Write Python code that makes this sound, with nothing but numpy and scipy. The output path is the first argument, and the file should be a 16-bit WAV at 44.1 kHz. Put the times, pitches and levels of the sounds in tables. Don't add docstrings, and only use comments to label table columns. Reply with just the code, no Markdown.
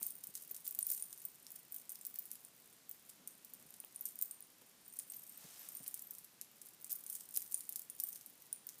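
import sys
import numpy as np
from scipy import signal
from scipy.fft import rfft, irfft
from scipy.io import wavfile

SR = 44100
rng = np.random.default_rng(int(sys.argv[2]) if len(sys.argv) > 2 else 0)


def wav_out(sig):
    wavfile.write(sys.argv[1], SR, np.round(np.clip(np.atleast_2d(sig).T, -1, 1) * 32767).astype(np.int16))


N = 388080
TIME = np.arange(N) / SR
AGE = TIME[:4096]


def undb(db):
    return 10 ** (np.asarray(db) / 20)


def unit(x):
    return x / np.sqrt(np.mean(x ** 2))


def hit(x, db, span_s=.005):
    return x * undb(db) * np.sqrt(span_s * SR / np.sum(x ** 2))


def fade(t60):
    return np.exp(-np.log(1000) * AGE / t60)


def swell(s, db, settle_s, rise_share=0.9):
    away_s = np.maximum(TIME - s, (s - TIME) / rise_share)
    return undb(db) * np.exp(-np.log(10) * np.minimum(away_s / settle_s, 10))


def add(track, s, sound):
    i = int(np.clip(s * SR, 0, N - 1))
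    track[i:i + len(sound)] += sound[:N - i]


def colour(x, points, size=4096):
    hz, db = np.transpose(points)
    bin_hz = np.arange(size // 2 + 1) * SR / size
    gain = undb(np.interp(np.log(bin_hz + 1), np.log(hz), db))
    cepstrum = irfft(np.log(gain))
    cepstrum[1:size // 2] *= 2
    cepstrum[size // 2 + 1:] = 0
    response = irfft(np.exp(rfft(cepstrum)))
    return signal.fftconvolve(x, response)[:len(x)]


def friction(grain_db):
    noise = rng.standard_normal(N)
    slip_db = grain_db * rng.standard_normal(N // 32 + 1)
    return noise * undb(np.repeat(slip_db, 32)[:N])


# frequency in Hz, relative level in dB.
HUSH_COLOUR = [(20, -30), (50, -17.5), (98, -13), (125, -5), (220, -2), (445, -7.5), (800, -9.5),
               (1530, -11), (9300, -11.5), (13500, -11.5), (15500, -19.5)]

def hush(level_db=-66.5):
    return undb(level_db) * unit(colour(rng.standard_normal(N), HUSH_COLOUR))


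def room(x, t60=0.33, build_s=0.0022, tail_db=-12, echo_s=.0329, echo_db=-18):
    t = TIME[:SR // 2]
    envelope = np.exp(-np.log(1000) * t / t60) * (1 - np.exp(-t / build_s))
    tail = rng.standard_normal(len(t)) * envelope
    response = undb(tail_db) * tail / np.sqrt(np.sum(tail ** 2))
    response[int(echo_s * SR)] += undb(echo_db)
    return x + signal.fftconvolve(x, response)[:N]


# frequency in Hz, relative level in dB.
CLOTH_COLOUR = [(90, -20), (210, 2), (450, -10.5), (5000, -24)]
# peak time in seconds, level in dB, settling in seconds.
ARM_MOVES = [(3.2, -68, 0.16), (3.62, -71, 0.28)]

def sleeve():
    cloth = unit(colour(rng.standard_normal(N), CLOTH_COLOUR))
    return cloth * sum(swell(*move) for move in ARM_MOVES)


# frequency in Hz, relative level in dB.
SKIN_COLOUR = [(150, -15), (500, -3), (1800, -2.5), (4000, -1), (8000, 2), (15000, -0.5)]
# time in seconds, relative level in dB.
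PALM_STROKE = [(5.3, -72), (5.42, -62), (5.55, -61), (5.65, -59.5), (5.74, -67.5), (6.0, -70.5)]

def palm_rub(gain_db=3):
    s, db = np.transpose(PALM_STROKE)
    stroke_db = np.interp(TIME, s, db, left=-140, right=-140)
    return unit(colour(friction(grain_db=2), SKIN_COLOUR)) * undb(stroke_db + gain_db)


# start in seconds, relative levels of the thud and the slap in dB.
HAND_PATS = [(0.014, -65, -63.5), (0.289, -65.5, -84), (0.509, -70, -65.5), (3.654, -66.5, -83),
             (3.839, -75, -63), (4.616, -73, -69.5), (5.444, -61, -80), (5.804, -60, -84)]

def pats(gain_db=4):
    thud_colour = [(60, -28), (125, 0), (220, -1), (600, -11.5), (3000, -55)]
    slap_colour = [(150, -29), (400, 1), (600, -5.5), (1000, -3.5), (1700, -13), (3000, -9), (8000, -37)]
    out = np.zeros(N)
    for s, thud_db, slap_db in HAND_PATS:
        thud = colour(rng.standard_normal(len(AGE)) * fade(t60=0.068), thud_colour)
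        slap = colour(rng.standard_normal(len(AGE)) * fade(t60=0.027), slap_colour)
        add(out, s, hit(thud, thud_db + gain_db) + hit(slap, slap_db + gain_db))
    return out


def contact(snap_t60, press_s=.00015, bounce_s=0.0047, bounce_db=-6, chatter_db=-25, chatter_t60=0.12):
    snap = fade(snap_t60) * (1 - np.exp(-AGE / press_s))
    rebound = undb(bounce_db) * np.roll(snap, int(SR * bounce_s * (0.23 + rng.random())))
    chatter = undb(chatter_db) * fade(chatter_t60)
    return rng.standard_normal(len(AGE)) * (snap + rebound + chatter)


# frequency in Hz, relative level in dB.
METAL_COLOUR = [(400, -64), (1500, -16), (2800, -11), (4000, -7.5), (6500, -2), (9000, 1.5), (12000, -0.5),
                (14600, -1), (16000, -7.5)]

def metal(force, tilt):
    tilted = [(hz, db + tilt * np.clip(np.log2(hz / 9000), -1, .5)) for hz, db in METAL_COLOUR]
    return colour(force, tilted)


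# piece number, frequency in Hz, relative level in dB, typical t60 in seconds.
PIECE_MODES = [(0, 9520, 1, .013), (0, 11390, -13, .02), (0, 14720, 0, .013), (1, 8900, 0, .028),
               (1, 8915, -14, .2), (1, 14280, 0, .02), (2, 8260, -3, .022), (2, 8900, -4, .028),
               (2, 12970, 1, .024)]
NO_BASS = signal.butter(2, 5000, "high", fs=SR, output="sos")

def ring(piece, upper_db, detune, grip=0.27):
    out = np.zeros(len(AGE))
    sustain = np.exp(grip * rng.standard_normal())
    for number, hz, db, t60 in PIECE_MODES:
        if number == piece:
            lift_db = upper_db if hz > SR / 4 else 0
            pitch = hz * (1 + detune * rng.standard_normal())
            out += undb(db + lift_db) * np.sin(2 * np.pi * pitch * AGE) * fade(t60 * sustain)
    return signal.sosfilt(NO_BASS, out)


# peak time in seconds, piece number,
# relative level in dB, settling in seconds, lift of the upper modes in dB.
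SCRAPES = [(3.78, 1, -70, .15, -15), (4.29, 1, -67, .12, -15), (4.91, 1, -59, 0.16, -15),
           (5.145, 1, -53, 0.045, 20), (5.17, 2, -55.5, 0.18, 8), (5.23, 1, -56, .07, 10),
           (5.32, 2, -55.5, 0.12, 4), (5.61, 2, -53, 0.064, 14), (5.705, 2, -50, 0.071, 14),
           (5.78, 1, -56, 0.093, -17), (6.04, 2, -60, .25, 14), (8.1, 2, -61, .15, 0)]

def slides(gain_db=-2):
    slips, out = friction(grain_db=10), np.zeros(N)
    for s, piece, db, settle_s, upper_db in SCRAPES:
        singing = signal.oaconvolve(slips, ring(piece, upper_db, detune=0.0012))[:N]
        out += unit(singing) * swell(s, db + gain_db, settle_s)
    return out


# peak time in seconds, relative level in dB, settling in seconds.
WRIST_FLICKS = [(.04, -48.5, .35), (.38, -53, 0.33), (0.559, -51, 0.16), (.69, -50.5, 0.32),
                (.925, -39, 0.16), (1.2, -55, 0.43), (1.56, -53, 0.13), (1.76, -58, 0.18),
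                (2.08, -58.5, 0.98), (3.56, -58, 0.33), (4.07, -49, 0.14), (4.23, -51, 0.076),
                (4.97, -53.5, 0.11), (5.24, -54.5, 0.33), (5.859, -55, 0.4), (6.12, -60, 0.27),
                (6.68, -54.5, 0.17), (6.92, -47.5, 0.26), (7.15, -52, 0.25), (7.36, -50.5, .2),
                (7.57, -47, .13), (8.08, -50.5, 0.31), (8.78, -56.5, .15)]

def rattle(chances=2200, ring_share=.35, spread_db=3, ring_db=-5, click_db=-3):
    rest_db, busy_db = -68.5, -42.5
    shake = np.sqrt(undb(rest_db) ** 2 + sum(swell(*flick) ** 2 for flick in WRIST_FLICKS))
    density = np.minimum(shake / undb(busy_db), 1) ** .55
    rings, forces = np.zeros(N), np.zeros(N)
    for when, kind, piece, lift, chance in rng.random((chances, 5)):
        s = when * TIME[-1]
        size_db = spread_db * np.clip(rng.standard_normal(), -2, 2)
        touches = chance < density[int(when * N)]
        if kind < ring_share:
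            ringing = ring(round(piece), upper_db=14 * lift, detune=0.009)
            add(rings, s, touches * hit(ringing, size_db + ring_db))
        else:
            add(forces, s, touches * hit(contact(snap_t60=0.0075), size_db + click_db))
    return (rings + metal(forces, tilt=6)) * shake / np.sqrt(density)


def click(tilt, lowest_hz=5200, width_hz=500, spot_db=2):
    force = contact(snap_t60=0.003)
    pitch = lowest_hz * (1 + 2 * rng.random())
    spot = signal.lfilter(*signal.iirpeak(pitch, pitch / width_hz, fs=SR), force)
    return metal(force + undb(spot_db) * spot, tilt)


# start in seconds, relative level in dB, relative treble tilt in dB per octave.
DAMPED_KNOCKS = [(.353, -39.5, 7.5), (.375, -51.5, -1), (.547, -45.5, 7), (.565, -45, 7), (0.6661, -43, 5),
                 (0.808, -43.5, 10), (.9152, -31.5, 20), (1.1285, -45, 5), (1.4666, -50, 5.5),
                 (1.5597, -49, 5), (1.903, -46, 12), (1.9556, -48, 6), (2.0121, -48.5, 8.5),
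                 (2.051, -41.5, 10), (2.158, -44.5, 7), (2.315, -41, 10), (2.331, -47, 32),
                 (2.3547, -50, 3), (3.0942, -51.5, 6), (3.0982, -51.5, 10), (3.7406, -52, 2),
                 (4.997, -44, 5), (5.1368, -53.5, -5), (5.863, -51, -4), (5.9934, -46, 12), (6.15, -50, 9),
                 (6.245, -50.5, 8.5), (6.4132, -42, 6), (6.616, -48, 8), (6.9034, -45, 5),
                 (6.9546, -45, 15), (7.0384, -48, 14), (7.1529, -39.5, 9.5), (7.208, -48, 6),
                 (7.3561, -41, 12), (7.3625, -36.5, 8), (7.4197, -42.5, 8), (7.462, -53.5, 5),
                 (7.607, -43.5, 7), (7.7245, -43.5, 10), (7.759, -36, 10.5), (7.8183, -48, 13),
                 (8.1586, -47, 4), (8.211, -52.5, 5), (8.2614, -47, 12), (8.69, -44.5, 4)]

def damped_clicks(gain_db=0.27, dulling=4):
    out = np.zeros(N)
    for s, db, tilt in DAMPED_KNOCKS:
        add(out, s, hit(click(tilt - dulling), db + gain_db))
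    return out


# start in seconds, piece number,
# relative ring level in dB, lift of the upper modes in dB, relative click level in dB.
FREE_KNOCKS = [(0.0283, 1, -38.5, 0, -37), (0.066, 1, -37, 14, -50), (.106, 0, -46, 2, -55),
               (.2384, 1, -46, 13, -45), (.2705, 0, -48.5, 8, -52), (.4243, 1, -56, 19, -51),
               (.5128, 0, -41, 16, -58), (0.677, 1, -39, 27, -42.5), (.7094, 0, -42, 12, -52),
               (.749, 1, -48, 26, -43.5), (.7894, 1, -33, 17, -39.5), (.8281, 0, -35, -26, -60),
               (.8677, 0, -35, 9, -44), (.902, 0, -39, 2, -41), (1.024, 0, -38.5, -7, -63),
               (1.203, 0, -57, -7, -67), (1.2519, 1, -38.5, 16, -51), (1.5043, 0, -54, 12, -52),
               (1.518, 1, -51, 24, -51), (1.7226, 1, -44.5, 28, -51), (1.7436, 1, -46, 24, -46),
               (1.7628, 1, -44, 14, -49), (1.894, 1, -49, -3, -45), (1.919, 1, -45, 20, -56),
               (2.0666, 0, -40.5, 16, -57), (2.142, 0, -49, 22, -62), (2.1876, 0, -40, 21, -64),
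               (2.1927, 0, -41, 13, -52), (2.2548, 0, -52, 13, -50.5), (2.449, 0, -53, -7, -55),
               (2.8934, 0, -47, 20, -54), (2.9126, 1, -46, 17, -53), (3.2749, 1, -49, 10, -44),
               (3.4475, 1, -57, 13, -51.5), (3.5363, 1, -48.5, 12, -56), (3.7056, 1, -54, 14, -61),
               (3.8019, 0, -46, 0, -61), (3.8474, 0, -51, 8, -58), (3.9606, 0, -45, -12, -68),
               (4.0094, 1, -42, 29, -51), (4.055, 2, -38.5, 3, -43.5), (4.1565, 0, -48.5, 10, -65),
               (4.1897, 0, -44, 1, -53), (4.2134, 1, -44, 20, -41.5), (4.2238, 1, -32.5, 29, -39.5),
               (4.311, 1, -44, -4, -48), (4.406, 0, -51, 15, -61), (4.4246, 0, -53.5, -12, -70),
               (4.8796, 1, -53, 16, -65), (4.9894, 0, -40, -5, -48), (5.12, 1, -52, 11, -47),
               (5.375, 1, -51, 11, -62), (5.6883, 2, -57, 12, -44.5), (5.751, 1, -45, 21, -66),
               (5.7692, 1, -47, -1, -48), (5.8783, 1, -40.5, 8, -42), (5.9427, 0, -48, 14, -39),
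               (6.0215, 1, -50, 22, -50.5), (6.1085, 2, -48, 15, -44), (6.184, 2, -59, 15, -48.5),
               (6.8444, 0, -51, 17, -44.5), (6.9186, 2, -40, 23, -43), (6.928, 0, -38.5, 15, -42),
               (7.0645, 0, -50, -15, -47), (7.0991, 1, -42, 11, -41), (7.1274, 1, -55, 5, -43),
               (7.341, 0, -54, -11, -48), (7.373, 0, -31.5, 7.5, -38.5), (7.522, 1, -45, 10, -44),
               (7.5437, 0, -32, -7, -40), (7.6921, 0, -39, 7, -43.5), (7.7942, 0, -49, 13, -46),
               (7.899, 0, -44, -6, -48.5), (8.0003, 1, -40, 15, -37), (8.0371, 1, -34.5, 14, -44),
               (8.088, 1, -42, 20, -48), (8.129, 1, -51, 11, -47), (8.421, 1, -57, 17, -57),
               (8.5283, 0, -37, -8, -66), (8.6686, 0, -44.5, 17, -59)]

def clinks(ring_gain_db=2, click_gain_db=1):
    out = np.zeros(N)
    for s, piece, ring_db, upper_db, click_db in FREE_KNOCKS:
        add(out, s, hit(ring(piece, upper_db, detune=0.0045), ring_db + ring_gain_db))
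        add(out, s, hit(click(tilt=8), click_db + click_gain_db))
    return out


def scene():
    background = hush()
    bracelets = clinks() + damped_clicks() + rattle() + slides()
    hands = palm_rub() + sleeve() + pats()
    return (background + room(bracelets + hands))[None]


def record(dry, top_hz=15300):
    return signal.sosfilt(signal.ellip(8, .2, 70, top_hz, fs=SR, output="sos"), dry)


dry = scene()
out = record(dry)
wav_out(out)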